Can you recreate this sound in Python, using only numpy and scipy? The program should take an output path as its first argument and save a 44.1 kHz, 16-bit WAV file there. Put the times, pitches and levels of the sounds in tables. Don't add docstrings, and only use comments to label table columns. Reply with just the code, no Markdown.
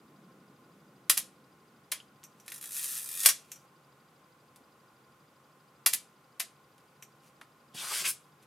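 import sys
import numpy as np
from scipy import signal
from scipy.fft import rfft, irfft
from scipy.io import wavfile
from scipy.ndimage import uniform_filter1d

SR = 44100
rng = np.random.default_rng(int(sys.argv[2]) if len(sys.argv) > 2 else 0)


def pcm_store(signal):
    levels = np.round(np.clip(np.atleast_2d(signal), -1, 1) * 32767)
    wavfile.write(sys.argv[1], SR, levels.astype(np.int16).T)


N = 373218

# pitch_hz, width_hz, level_db
FAN_COLOUR = [(18, -88), (30, -57.5), (58, -22.5), (106, -15), (139, -1), (175, -15.5), (214, -9.5),
              (274, -13.5), (319, -10), (720, -13), (809, -10.5), (971, -22.5), (1060, -10.5),
              (1450, -15.5), (1600, -27.5), (2080, -55), (3520, -120)]
FAN_TONES = [(88, 18, -88), (153, 25, -76.5), (513, 66, -78), (844, 208, -76.5), (1046, 80, -70.5),
             (1450, 110, -75.5)]
HISS_COLOUR = [(940, -32), (1600, -2.5), (1920, -2), (4030, -9), (4940, -11), (5390, -11.5), (5930, -11.5),
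               (14700, -15), (16000, -26.5)]
RUMBLE_COLOUR = [(50, -36), (110, -11.5), (180, 4), (320, -2), (500, -7.5), (900, -22.5), (2000, -44.5)]
FAN_DB, HISS_DB = -65.5, -71.5
RUMBLE_FIRST_DB, RUMBLE_REST_DB, RUMBLE_FADE_S = -61, -73, 2.3
TICK_START_S, TICK_PERIOD_S, TICK_DB = 0.0055, 0.08, -74

# pitch_hz, t60_s (time to fall by 60 dB)
ROOM_T60 = [(200, 0.61), (1000, 0.19), (3500, 0.25), (8000, 0.23), (15000, 0.08)]
CUTOFF_HZ = 15800

# middle_s, length_s, level_db (before the mix)
DESK_BUMPS = [(4.609, .06, -59), (7.752, 0.017, -45.5), (8.023, 0.024, -49.5)]
DESK_COLOUR = [(40, -46), (60, -21), (80, -5), (135, 5), (250, 0), (450, -3), (900, -5), (2000, -52)]
DESK_SHARE_DB = -29.5
# time_s, level_db (before the mix)
DRAG_FRICTION = [(7.736, -86), (7.745, -46), (7.82, -37), (7.875, -38), (7.95, -30), (8.012, -31),
                 (8.035, -40), (8.06, -25.5), (8.107, -37.5), (8.125, -75)]
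DRAG_COLOUR = [(210, -43), (350, -21), (622, -17), (685, -4.5), (766, -30), (1090, -5), (1180, -16),
               (1630, 0.5), (1760, -7.5), (2310, -1), (3920, -4.5), (4820, -3), (11400, -3.5),
               (16000, -18.5)]
# middle_s, length_s, level_db (before the mix), pitch_hz, width_hz
SCRAPES = [(7.794, 0.07, -40, 3400, 800), (7.859, 0.11, -44, 1160, 300), (7.92, 0.019, -37.5, 1100, 350),
           (7.937, 0.035, -39, 2400, 595), (8.054, 0.023, -27.5, 2570, 500), (8.085, 0.029, -51, 1410, 120),
           (8.092, 0.036, -27, 10000, 2500)]

# middle_s, length_s, level_db
RUBS = [(2.55, .35, -68), (3.502, 0.29, -67.5), (6.88, .25, -81), (7.265, 0.086, -65.5), (8.241, .16, -76),
        (8.433, .025, -63.5)]
RUB_COLOUR = [(500, -21.5), (1800, -6.5), (2500, 4), (3500, -3.5), (7000, -3), (11500, -4), (16000, -15.5)]
# start_s, level_db, pitch_hz, half_width_hz
KNOCKS = [(2.0010, -44, 3000, 300), (2.2320, -52, 2780, 2500), (2.4808, -48, 2300, 900),
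          (2.519, -38.5, 2030, 1100), (7.0252, -46, 2270, 700), (7.4137, -40.5, 1200, 800)]

# start_s, level_db (of the tap, before knock and ring are mixed)
CLINKS = [(2.2379, -42.5), (2.399, -52.5), (3.292, -19.5), (3.5172, -34.5), (3.558, -50), (7.024, -43)]
CLINK_COLOUR = [(710, -39.5), (1200, -17), (2730, -9.5), (4960, -19), (6300, -2.5), (9510, -9.5),
                (11900, -10), (15300, -25), (16000, -51)]
# pitch_hz, level_db (relative), t60_s
HANDLE_MODES = [(5615, 5.5, 0.035), (5850, -0.5, .09), (5957, -9, 0.052), (5866, -3.5, .08),
                (6510, -8.5, .08), (7219, -2, 0.06), (7524, -11, .07), (8670, -7, .06), (12100, 2, .05)]

# time_s, speed_teeth_per_s
CRANK = [(2.462, 51), (2.58, 51), (2.595, 7), (2.615, 70), (2.70, 54), (2.745, 145), (2.95, 135),
         (3.05, 60), (3.26, 120)]
STOP_S = 3.2596
GEAR_COLOUR = [(350, -52.5), (600, -24), (970, -35), (1050, -23.5), (1330, -9.5), (1510, -18.5),
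               (1850, -10), (2150, -21.5), (2870, -5), (3160, -11.5), (4710, -6.5), (11200, 0.5),
               (14700, -6.5), (16000, -23)]
WHEEL_HZ = [1330, 1700, 1900, 2400, 2750, 3173, 3930]
WIND_DB, DB_PER_DOUBLING, TENSION_DB, TENSION_POWER = -37.5, 1.8, 5.5, 3.3
SLACK_DB, SLACK_S = 13, 0.04
RASP_DB = -7
ESCAPEMENT_DB = -50.5

# open_s, close_s, opening_strength_db
EXPOSURES = [(1.098, 1.1762, 0.5), (5.8626, 5.9358, -0.5)]
# start_s, strength_db
RELEASES = [(1.9184, 0), (6.3990, -.5)]
# delay_ms, level_db (before the action's strength), chatter_ms, low_weight_db, left_over_right_db
OPENING = [(-2, -19, 1.5, 0, 1.5), (0, -10, 1.6, 3, 0), (2.2, -11, 1.1, 1.5, -.5),
           (7.2, -26.5, 3.6, -2, -2)]
CLOSING = [(-3.5, -26, 1.6, 4, -1), (0, -13.5, 1.57, -4.5, .5), (12, -44, 1.2, -16, 0)]
SPRING_BACK = [(-3, -43, 4.4, -3, 9), (0, -22.5, 1.8, -0.5, 0.5), (3.5, -27, 2.3, 10, -.5)]
HARD_STOP = [(-8.5, -24, 3.6, 2.5, 0), (0, -4.5, 1, 3, 2), (2, -1.5, .7, -5, -.5), (4, -17.5, 2.2, 2, -2.5),
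             (18, -26, 8, 0.5, -1), (28, -18, 5.5, 2.5, .5)]
# start_s, level_db, low_weight_db
SNAGS = [(2.4799, -40.5, 11), (2.5200, -38, 4), (2.5440, -36, -16), (2.6130, -40, -20),
         (2.6398, -38.5, 4.5), (2.843, -25.5, -14), (2.8950, -36.5, -14.5), (3.113, -35, -11.5),
         (3.2350, -22, -4.5), (4.5599, -50.5, 2), (6.7806, -68.5, 18.5), (7.413, -61, 19.5)]
SNAG_MS = 2.4
BLOW_COLOUR = [(120, -35.5), (200, -23.5), (440, -22), (671, -12), (950, -20), (1060, -8.5), (1320, -10),
               (2330, -5.5), (3310, -2.5), (5040, -2.5), (5840, -3), (10500, -1), (14300, -4.5),
               (16000, -18)]
# pitch_hz, width_hz, lift_db
SHELL = [(370, 160, 2), (668, 150, 3), (920, 150, 4.5), (1140, 210, 1.5), (1700, 250, 2), (2050, 700, 5.5),
         (3280, 900, 1), (5170, 300, 2), (10700, 4700, 6)]
# pitch_hz, level_db (relative), t60_s
BODY_MODES = [(2120, -8, 0.0784), (2325, -3.5, 0.083), (2950, -5.5, .12), (3650, -10, 0.15),
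              (4250, -7, 0.14), (4732, -7.5, .15), (6900, -5, .16), (7200, -5, .16), (7800, -4.5, .14),
              (8240, -4, 0.12), (8640, -4, 0.11), (9370, 0, 0.14), (10000, -3, .11), (10250, 0.5, .1),
              (11300, -2.5, .1), (11000, -0.5, 0.078), (12462, -2.5, .13), (12700, -2, .11)]


def from_db(db):
    return 10 ** (np.asarray(db) / 20)


def rms_one(x):
    return x / np.sqrt(np.mean(x ** 2) + 1e-20)


def at_hz(points, hz):
    f, value = np.transpose(points)
    return np.interp(np.log(hz + 1e-3), np.log(f), value)


def convolve_unit(x, response):
    response = response[None] / np.linalg.norm(response)
    return signal.oaconvolve(np.atleast_2d(x), response, axes=1)[:, :N]


def colour(x, spectrum, peaks=(), size=8192):
    hz = np.fft.rfftfreq(size, 1 / SR)
    humps = sum(lift / (1 + (2 * (hz - f) / width) ** 2) for f, width, lift in peaks)
    cepstrum = irfft(np.log(from_db(at_hz(spectrum, hz) + humps)))
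    cepstrum[1:size // 2] *= 2
    cepstrum[size // 2 + 1:] = 0
    return convolve_unit(x, irfft(np.exp(rfft(cepstrum))))


def resonate(x, hz, width_hz):
    r = np.exp(-np.pi * width_hz / SR)
    top = np.array([1, 0, -1]) * (1 - r * r) / 2
    bottom = [1, -2 * r * np.cos(2 * np.pi * hz / SR), r * r]
    return signal.lfilter(top, bottom, x + 1e-18)


def ring(x, modes):
    t = np.arange(SR // 2) / SR
    response = 0
    for k, (hz, db, t60) in enumerate(modes):
        response = response + (-1) ** k * from_db(db - 60 * t / t60) * np.sin(2 * np.pi * hz * t)
    return convolve_unit(x, response)


def stereo_noise(side_db):
    mid, side = rng.standard_normal((2, N))
    return mid + from_db(side_db) * side * np.array([[1], [-1]])


def chatter(s, decay_ms, count=4):
    t_ms = np.arange(SR // 15) * 1000 / SR
    start = round(s * SR)
    envelope = np.exp(-t_ms / max(decay_ms, 0.1))
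    burst = rng.standard_normal(len(t_ms)) * envelope
    for _ in range(count):
        flat = irfft(np.exp(1j * np.angle(rfft(burst))), len(t_ms)) * np.linalg.norm(envelope)
        burst = np.clip(flat, -np.pi * envelope, np.pi * envelope)
    return slice(start, start + len(t_ms)), burst


def grains(per_s, spread_db):
    sizes = from_db(spread_db * np.minimum(rng.exponential(1, N), 4)) * rng.choice([-1, 1], N)
    return rms_one(sizes * (rng.random(N) < per_s / SR))


def swell(middle_s, length_s):
    distance = 2 * (np.arange(N) / SR - middle_s) / length_s
    return np.exp(-np.minimum(distance ** 2, 50))


def background():
    fan_humps = [(700, 360, -4), (1018.6, 130, -6.0)]
    rush = from_db(FAN_DB) * colour(stereo_noise(side_db=-30.5), FAN_COLOUR, fan_humps)
    tones = 0
    for hz, width, db in FAN_TONES:
        air = stereo_noise(side_db=-6.5 + 20 * np.log10(hz / 1000))
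        tones = tones + from_db(db) * rms_one(resonate(resonate(air, hz, width), hz, width))
    fade = np.exp(-(np.arange(N) / SR / RUMBLE_FADE_S) ** 2)
    rumble_db = RUMBLE_REST_DB + (RUMBLE_FIRST_DB - RUMBLE_REST_DB) * fade
    rumble = from_db(rumble_db) * colour(stereo_noise(side_db=-31.0), RUMBLE_COLOUR)
    hiss = from_db(HISS_DB) * colour(stereo_noise(side_db=-5.5), HISS_COLOUR)
    return rush + tones + rumble + hiss


def ticking(hz=4860, length_s=0.0068, knock_db=-5, waver_hz=60):
    half = TICK_PERIOD_S / 2
    from_tick_s = (np.arange(N) / SR - TICK_START_S + half) % TICK_PERIOD_S - half
    step = np.exp(-(from_tick_s / length_s) ** 4)
    waver = waver_hz * rms_one(uniform_filter1d(rng.standard_normal(N), size=100))
    pip = np.sqrt(2) * np.sin(2 * np.pi * np.cumsum(hz + waver) / SR)
    rustle = rms_one(resonate(resonate(rng.standard_normal(N), 3700, 1400), 3400, 1400))
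    return from_db(TICK_DB) * step * (pip + from_db(knock_db) * rustle)


def drag_gain():
    times, levels = np.transpose(DRAG_FRICTION)
    return from_db(np.interp(np.arange(N) / SR, times, levels, left=-np.inf, right=-np.inf))


def desk():
    bumps = sum(from_db(db) * swell(s, length) for s, length, db in DESK_BUMPS)
    shake = from_db(DESK_SHARE_DB) * drag_gain() + bumps
    return colour(grains(per_s=18000, spread_db=0.5) * shake, DESK_COLOUR)


def cover():
    slips = grains(per_s=4200, spread_db=1)
    edge = 0
    for s, length, db, hz, width in SCRAPES:
        edge = edge + from_db(db) * swell(s, length) * rms_one(resonate(slips, hz, width))
    humps = [(1100, 100, 3.2), (1350, 100, 5.3), (4750, 440, 3.3), (8460, 1300, 3.4)]
    friction = colour(grains(per_s=7000, spread_db=-1.0) * drag_gain(), DRAG_COLOUR, humps)
    return (friction + edge) * from_db([[0.6], [-0.6]])


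def fingers():
    rubbing = sum(from_db(db) * swell(s, length) for s, length, db in RUBS)
    out = rubbing * colour(grains(per_s=7500, spread_db=5), RUB_COLOUR)[0]
    for s, db, hz, half_width_hz in KNOCKS:
        width_hz = 2 * half_width_hz
        where, burst = chatter(s, decay_ms=3.1)
        knock = resonate(resonate(burst, hz, width_hz), hz, width_hz)
        out[where] += from_db(db) * knock * np.linalg.norm(burst) / np.linalg.norm(knock)
    return out


def handle(knock_db=-2, ring_db=-4):
    force = np.zeros(N)
    for s, db in CLINKS:
        where, burst = chatter(s, decay_ms=3.5)
        force[where] += from_db(db) * burst
    knock = from_db(knock_db) * colour(force, CLINK_COLOUR)
    return knock + from_db(ring_db) * ring(force, HANDLE_MODES)


def crank():
    t, start = np.arange(N) / SR, CRANK[0][0]
    turning = (t >= start) & (t < STOP_S)
    per_s = np.maximum(np.interp(t, *np.transpose(CRANK)), 1)
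    since = np.clip(t - start, 0, STOP_S - start)
    speed_db = DB_PER_DOUBLING * np.log2(per_s / 100)
    tension_db = TENSION_DB * (since / (STOP_S - start)) ** TENSION_POWER
    slack_db = SLACK_DB * np.exp(-since / SLACK_S)
    return per_s * turning, from_db(WIND_DB + speed_db + tension_db - slack_db) * turning


def gears(tooth_ms=4.2, uneven_db=2.5, wheel_db=-16, wheel_width_hz=200):
    per_s, gain = crank()
    t = np.arange(N) / SR
    tooth = np.ceil(np.cumsum(per_s) / SR).astype(int)
    new_tooth = np.diff(tooth, prepend=0) > 0
    since_ms = 1000 * (t - np.maximum.accumulate(t * new_tooth))
    strength = from_db(uneven_db * np.clip(rng.standard_normal(N), -2, 2))[tooth]
    pawl = strength * np.exp(-since_ms / tooth_ms) * rng.standard_normal(N)
    rasp = from_db(RASP_DB) * (per_s / per_s.max()) ** 2 * grains(per_s=2500, spread_db=1)
    force = gain * (pawl + rasp)
    wheels = 0
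    for k, hz in enumerate(WHEEL_HZ):
        wheels = wheels + (-1) ** k * resonate(gain * pawl, hz, wheel_width_hz)
    wheels = np.std(force) * rms_one(wheels)
    whirr = grains(per_s=2500, spread_db=2.5)
    for opens, closes, _ in EXPOSURES:
        where = slice(round(opens * SR), round(closes * SR))
        force[where] += from_db(ESCAPEMENT_DB) * whirr[where]
    train = colour(force, GEAR_COLOUR, [(1900, 1200, -4), (8900, 600, 3.5), (11240, 2500, 2)])
    return train + from_db(wheel_db) * wheels


def contacts():
    actions = [(STOP_S, 0, HARD_STOP)]
    actions += [(s, db, SPRING_BACK) for s, db in RELEASES]
    for opens, closes, db in EXPOSURES:
        actions += [(opens, db, OPENING), (closes, 0, CLOSING)]
    hits = []
    for s, strength_db, run in actions:
        hits += [(s + ms / 1000, strength_db + db, *rest) for ms, db, *rest in run]
    return hits + [(s, db, SNAG_MS, weight_db, 0) for s, db, weight_db in SNAGS]


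def blows(split_hz=3500, ring_db=-15):
    force, heavy = np.zeros((2, 2, N))
    for s, db, decay_ms, weight_db, pan_db in contacts():
        where, burst = chatter(s, decay_ms)
        burst = burst * from_db(db + np.array([[pan_db], [-pan_db]]) / 2)
        force[:, where] += burst
        heavy[:, where] += burst * (from_db(weight_db) - 1)
    force = force + signal.lfilter(*signal.butter(1, split_hz, fs=SR), heavy)
    return colour(force, BLOW_COLOUR, SHELL) + from_db(ring_db) * ring(force, BODY_MODES)


def direction(x, split_hz=3000, low_db=-1.3, high_db=0.7):
    lows = signal.lfilter(*signal.butter(1, split_hz, fs=SR), x)
    sides = np.array([[0.5], [-0.5]])
    return lows * from_db(low_db * sides) + (x - lows) * from_db(high_db * sides)


def room(x, early_db=-3, early_t60=0.083, late_db=-7, side_db=-9, gap_s=0.003, size=8192):
    t = np.arange(2 * size) / SR
    hz = np.fft.rfftfreq(len(t), 1 / SR)
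    onset = np.clip(t / gap_s - 0.5, 0, 1)
    early = onset * np.exp(-np.log(1000) * t / early_t60)
    early = from_db(early_db) * early / np.linalg.norm(early)
    bands = []
    for centre, t60 in ROOM_T60:
        late = onset * np.exp(-np.log(1000) * t / t60)
        late = from_db(late_db) * late / np.linalg.norm(late)
        share = at_hz([(f, f == centre) for f, _ in ROOM_T60], hz)
        bands.append((share, np.hypot(early, late)))
    out = np.zeros((2, N + 3 * size))
    for i in range(0, N, size):
        mid, side = rfft(rng.standard_normal((2, len(t))))
        scatter = mid + from_db(side_db) * side * np.array([[1], [-1]])
        scatter = scatter / np.hypot(1, from_db(side_db))
        response = sum(irfft(scatter * share) * decay for share, decay in bands)
        echoes = signal.fftconvolve(x[:, i:i + size], response, axes=1)
        out[:, i:i + echoes.shape[1]] += echoes
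    return out[:, :N]


def scene(finger_room_db=-7):
    near = direction(blows() + handle() + gears()) + from_db(-4.5) * (cover() + desk())
    touch = fingers()
    echoes = room(near + from_db(finger_room_db) * touch)
    return near + touch + echoes + ticking() + background()


def record(dry, low_cut_hz=55):
    lean = signal.sosfilt(signal.butter(1, low_cut_hz, "high", fs=SR, output="sos"), dry)
    top_cut = signal.ellip(10, 0.1, 85, CUTOFF_HZ, fs=SR, output="sos")
    return signal.sosfilt(top_cut, np.clip(lean, -1, 1))


dry = scene()
out = record(dry)
pcm_store(out)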